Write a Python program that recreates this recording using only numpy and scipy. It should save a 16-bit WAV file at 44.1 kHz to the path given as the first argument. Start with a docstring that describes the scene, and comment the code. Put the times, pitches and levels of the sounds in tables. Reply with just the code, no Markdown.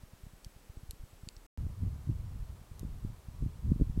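"""A reindeer grazes on quiet heathland. At first, light air puffs against the microphone over a soft hiss
and a faint electrical whine. Four dry, sharp clicks come from the animal, probably twigs or leg tendons.
Near 1.5 seconds the sound drops out briefly and returns with a tick. Now the breeze is stronger: a low
buffeting that brightens as it swells, with faint wind in far trees. One more click comes near 2.8 seconds,
and small swirls of air (eddies) thump on the microphone, hardest at the end."""
import sys
import numpy as np
from scipy import signal
from scipy.fft import rfft, irfft
from scipy.io import wavfile
from scipy.ndimage import uniform_filter1d

SR = 44100
rng = np.random.default_rng(int(sys.argv[2]) if len(sys.argv) > 2 else 0)


def dump(signal):
    """Clip the signal to [-1, 1] and save it as 16-bit WAV at the path in sys.argv[1]."""
    limited = np.clip(np.atleast_2d(signal).T, -1, 1)
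    pcm = np.round(limited * 32767).astype(np.int16)
    wavfile.write(sys.argv[1], SR, pcm)


N = 176400
T = np.arange(N) / SR

# The tone colour of five noises. Each row: frequency in Hz, relative level in dB.
HISS_SPECTRUM = [(30, 8), (200, 11.5), (400, 10.5), (700, 7), (1100, 4.5), (1800, 1), (3200, -2),
                 (7000, -4.5), (12500, -6), (15700, -10)]  # steady hiss
TREES_SPECTRUM = [(200, -12.5), (450, -4.5), (700, -5), (1000, -2), (1300, -7), (1800, -24.5), (4000, -28)]  # wind in far trees
CALM_SPECTRUM = [(10, -23.5), (35, 7.5), (70, -19), (130, -15), (250, -26), (600, -43.5)]  # light air before the break
RUMBLE_SPECTRUM = [(10, -19), (25, -0.5), (58, 2.5), (105, -1), (150, -7.5), (220, -19.5), (320, -30.5),
                   (500, -39.5), (900, -75)]  # the deep part of the gusts
FLUTTER_SPECTRUM = [(60, 10), (130, -0.5), (190, -0.5), (290, -5), (400, -19.5), (600, -27.5), (1000, -60)]  # the finer, brighter churning in the gusts
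# How strong the breeze is after the break. Each row: time in seconds, rumble level in dB.
BREEZE_LEVELS = [(1.58, -36), (1.65, -35.5), (1.77, -48), (1.83, -30.5), (2.05, -49), (2.1, -32.5),
                 (2.15, -38.5), (2.44, -46), (2.45, -52.5), (2.5, -41.5), (2.66, -62.5), (2.85, -39.5),
                 (3.02, -47), (3.05, -37.5), (3.22, -58), (3.4, -43.5), (3.42, -34.5), (3.47, -35),
                 (3.52, -49), (3.62, -45.5), (3.65, -33), (3.72, -27), (3.76, -42.5), (3.82, -27),
                 (3.85, -38), (3.9, -38), (3.94, -45.5), (3.97, -30)]
# Swirls of air that hit the microphone. Each row: time of the peak in seconds, relative level in dB,
# half width in milliseconds, direction (+1 pushes, -1 sucks).
EDDY_BUMPS = [(0.037, -35.5, 1.37, -1), (0.136, -38, 1.3, -1), (.238, -35.5, 1.73, -1),
              (.268, -36.5, 1.22, -1), (0.336, -40.5, 1.3, -1), (.467, -33.5, 1.53, -1),
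              (.565, -41, 1.6, -1), (0.7, -33.5, 1.83, -1), (0.7711, -40, .7, 1), (0.774, -32.5, 2.46, -1),
              (.835, -35, 1.55, -1), (.896, -29.5, 3, -1), (.935, -40, 1.2, -1), (1.007, -33.5, 5.1, -1),
              (1.038, -33, 1.76, -1), (1.134, -39.5, 1.8, -1), (1.236, -33.5, 1.47, -1),
              (1.274, -33.5, 1.05, -1), (1.372, -40.5, 2, -1), (1.667, -27, 0.96, 1), (1.826, -42, 2.2, -1),
              (1.836, -36, 0.75, 1), (1.865, -32, 0.77, 1), (1.877, -28, 1.13, 1), (2.074, -26, 1.24, -1),
              (2.0949, -19.5, 0.94, -1), (2.0996, -18, 1.1, 1), (2.104, -26, 2.2, -1),
              (2.1164, -22.5, 1.33, 1), (2.36, -30.5, 1.6, -1), (2.406, -27.5, 3.4, 1),
              (2.427, -25, 2.3, 1), (2.616, -37.5, 1.2, -1), (2.717, -33, 1.46, -1),
              (2.8322, -27, 0.68, -1), (2.8503, -29, 1, -1), (2.929, -29, 2.5, 1), (3.05, -21.5, 0.95, -1),
              (3.102, -34, 1.13, -1), (3.287, -30.5, 1.4, -1), (3.415, -26, 2.4, -1),
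              (3.4253, -26.5, 0.78, 1), (3.436, -23.5, 1.07, -1), (3.463, -22.5, 0.96, 1),
              (3.719, -14.5, 0.78, -1), (3.7214, -13.5, 0.98, 1), (3.7618, -21.5, 1, 1),
              (3.7999, -23.5, 0.62, 1), (3.8132, -17, 0.63, 1), (3.8202, -12.5, 0.89, 1),
              (3.8987, -21, 1.35, 1), (3.9767, -17.5, 0.87, 1)]
# The reindeer's clicks. Each row: start in seconds, relative level in dB, pitches of rings A, B and C in Hz,
# levels of A and C against B in dB, seconds for the rings to fade by 60 dB, splinter level in dB,
# delay of the second snap in milliseconds, its level against the first in dB, low and high cutoff in Hz.
REINDEER_CLICKS = [(0.4465, -44, 3420, 5630, 4560, -5, -1.5, 0.00503, -5, 1.3, -6, 2450.0, 12100),
                   (0.9094, -36, 4100, 8720.0, 11450, -13, 2.5, 0.0057, -9, 0.93, -22, 2600, 11600.0),
                   (1.288, -37, 4580, 7360.0, 2650.0, 6.5, -4.5, 0.0046, -28, 0.302, -11.7, 2360.0, 9800),
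                   (1.3661, -46, 4260.0, 5540.0, 7700, -0.5, -7, 0.0054, -16, 0.393, -5.95, 3490.0, 6470.0),
                   (2.7948, -44, 6080.0, 8600, 11800, -3, 0.616, 0.0038, -5.4, 0.3, -6, 3180.0, 12500.0)]

BREAK_START_S, BREAK_END_S = 1.465, 1.575
HISS_DB, TREES_DB, CALM_DB = -63.5, -70, -60
WHINE_HZ, WHINE_EARLY_DB, WHINE_LATE_DB = 7866, -81.5, -88
GUST_DB, FLUTTER_DB = -32.5, -46.5  # rumble and flutter in a typical gust
FLUTTER_GROWTH = 2.06  # dB more flutter for each dB more rumble
SPIKE_DB, GRIT_DB = 8.5, -6.5  # against ring B of a click
GRIT_FADE_S, SPLINTER_FADE_S = 0.00084, 0.0035


def gain(db):
    """Turn decibels into a number to multiply by."""
    return 10 ** (np.asarray(db) / 20)


def unit(x):
    """Scale a signal so its average strength (rms) is 1."""
    return x / np.sqrt(np.mean(x ** 2))


def noise(spectrum):
    """Noise of strength 1 with the tone colour of a spectrum table."""
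    hz, db = np.array(spectrum).T
    freqs = np.maximum(np.fft.rfftfreq(N, 1 / SR), 1)
    colour = gain(np.interp(np.log(freqs), np.log(hz), db))
    return unit(irfft(rfft(rng.standard_normal(N)) * colour, N))


def steady(x, span_s):
    """Even out the slow swells that noise has by chance."""
    return x / np.sqrt(uniform_filter1d(x ** 2, int(span_s * SR)) + 1e-9)


def keep_band(x, side, hz, order):
    """Keep the "low" or "high" side of a frequency; a higher order cuts more steeply."""
    return signal.sosfilt(signal.butter(order, hz, side, fs=SR, output="sos"), x)


def hiss():
    """A soft, even hiss lies under the scene."""
    return gain(HISS_DB) * noise(HISS_SPECTRUM)


def electrical_whine():
    """A thin, unsteady tone fades in over 0.3 seconds and is quieter after the break."""
    drift_hz = 15 * unit(keep_band(rng.standard_normal(N), "low", hz=25, order=2))
    flicker_db = 2.5 * unit(keep_band(rng.standard_normal(N), "low", hz=25, order=2))
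    tone = np.sin(2 * np.pi * np.cumsum(WHINE_HZ + drift_hz) / SR) * gain(flicker_db)
    level_db = np.where(T > BREAK_START_S, WHINE_LATE_DB, WHINE_EARLY_DB)
    fade_in = np.sqrt(np.minimum(T / 0.3, 1))
    return unit(tone) * gain(level_db) * fade_in


def far_trees():
    """After the break, wind rushes faintly through distant trees."""
    return (T > BREAK_START_S) * gain(TREES_DB) * noise(TREES_SPECTRUM)


def buffeting():
    """Air on the microphone: faint at first, then gusts whose flutter grows faster than their rumble."""
    breeze_db = np.interp(T, *np.array(BREEZE_LEVELS).T)
    flutter_db = FLUTTER_DB + FLUTTER_GROWTH * (breeze_db - GUST_DB)
    rumble = steady(noise(RUMBLE_SPECTRUM), span_s=0.0614) * gain(breeze_db)
    flutter = steady(noise(FLUTTER_SPECTRUM), span_s=0.026) * gain(flutter_db)
    calm = gain(CALM_DB) * noise(CALM_SPECTRUM)
    return np.where(T < BREAK_START_S, calm, rumble + flutter)


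def eddies():
    """Each swirl of air is one smooth bump of pressure; the microphone swings back slowly after it."""
    bumps = np.zeros(N)
    for peak_s, db, half_width_ms, direction in EDDY_BUMPS:
        from_peak_ms = (T - peak_s) * 1000
        bumps += direction * gain(db) * np.exp(-0.5 * (from_peak_ms / half_width_ms) ** 2)
    return gain(-1) * keep_band(bumps, "high", hz=22, order=1)  # this filter makes the swing back


def reindeer_clicks():
    """Each click is a double snap (a spike, some grit, three short rings) with a tail of splinters."""
    out, t = np.zeros(N), T[:SR // 20]
    for (start_s, db, a_hz, b_hz, c_hz, a_db, c_db, ring_s, splinter_db,
         second_ms, second_db, low_hz, high_hz) in REINDEER_CLICKS:
        spike = gain(SPIKE_DB) * (t == 0)
        grit = gain(GRIT_DB) * rng.standard_normal(len(t)) * np.exp(-t / GRIT_FADE_S)
        rings = sum(gain(ring_db) * np.cos(2 * np.pi * hz * t)
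                    for hz, ring_db in ((a_hz, a_db), (b_hz, 0), (c_hz, c_db)))
        snap = spike + grit + rings * gain(-60 * t / ring_s)
        second_snap = gain(second_db) * np.roll(snap, round(second_ms / 1000 * SR))
        splinters = gain(splinter_db) * rng.standard_normal(len(t)) * np.exp(-t / SPLINTER_FADE_S)
        click = keep_band(snap + second_snap + splinters, "high", low_hz, order=5)
        click = keep_band(click, "low", high_hz, order=3)
        start = int(start_s * SR)
        out[start:start + len(t)] += gain(db) * click
    return out


def scene():
    """All the sounds add up at one microphone."""
    return (reindeer_clicks() + eddies() + buffeting() + electrical_whine() + hiss() + far_trees())[None]


def record(dry):
    """The sound drops out for about a tenth of a second and returns with a tick; the top treble is cut."""
    sound_on = (T < BREAK_START_S) | (T > BREAK_END_S)
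    tick = gain(-33) * (T > BREAK_END_S) * np.exp(-np.abs(T - BREAK_END_S) / 0.0003)
    treble_cut = signal.ellip(10, 0.1, 70, 15800, fs=SR, output="sos")  # steep, above 15800 Hz
    return signal.sosfilt(treble_cut, dry * sound_on - tick)


dry = scene()
out = record(dry)
dump(out)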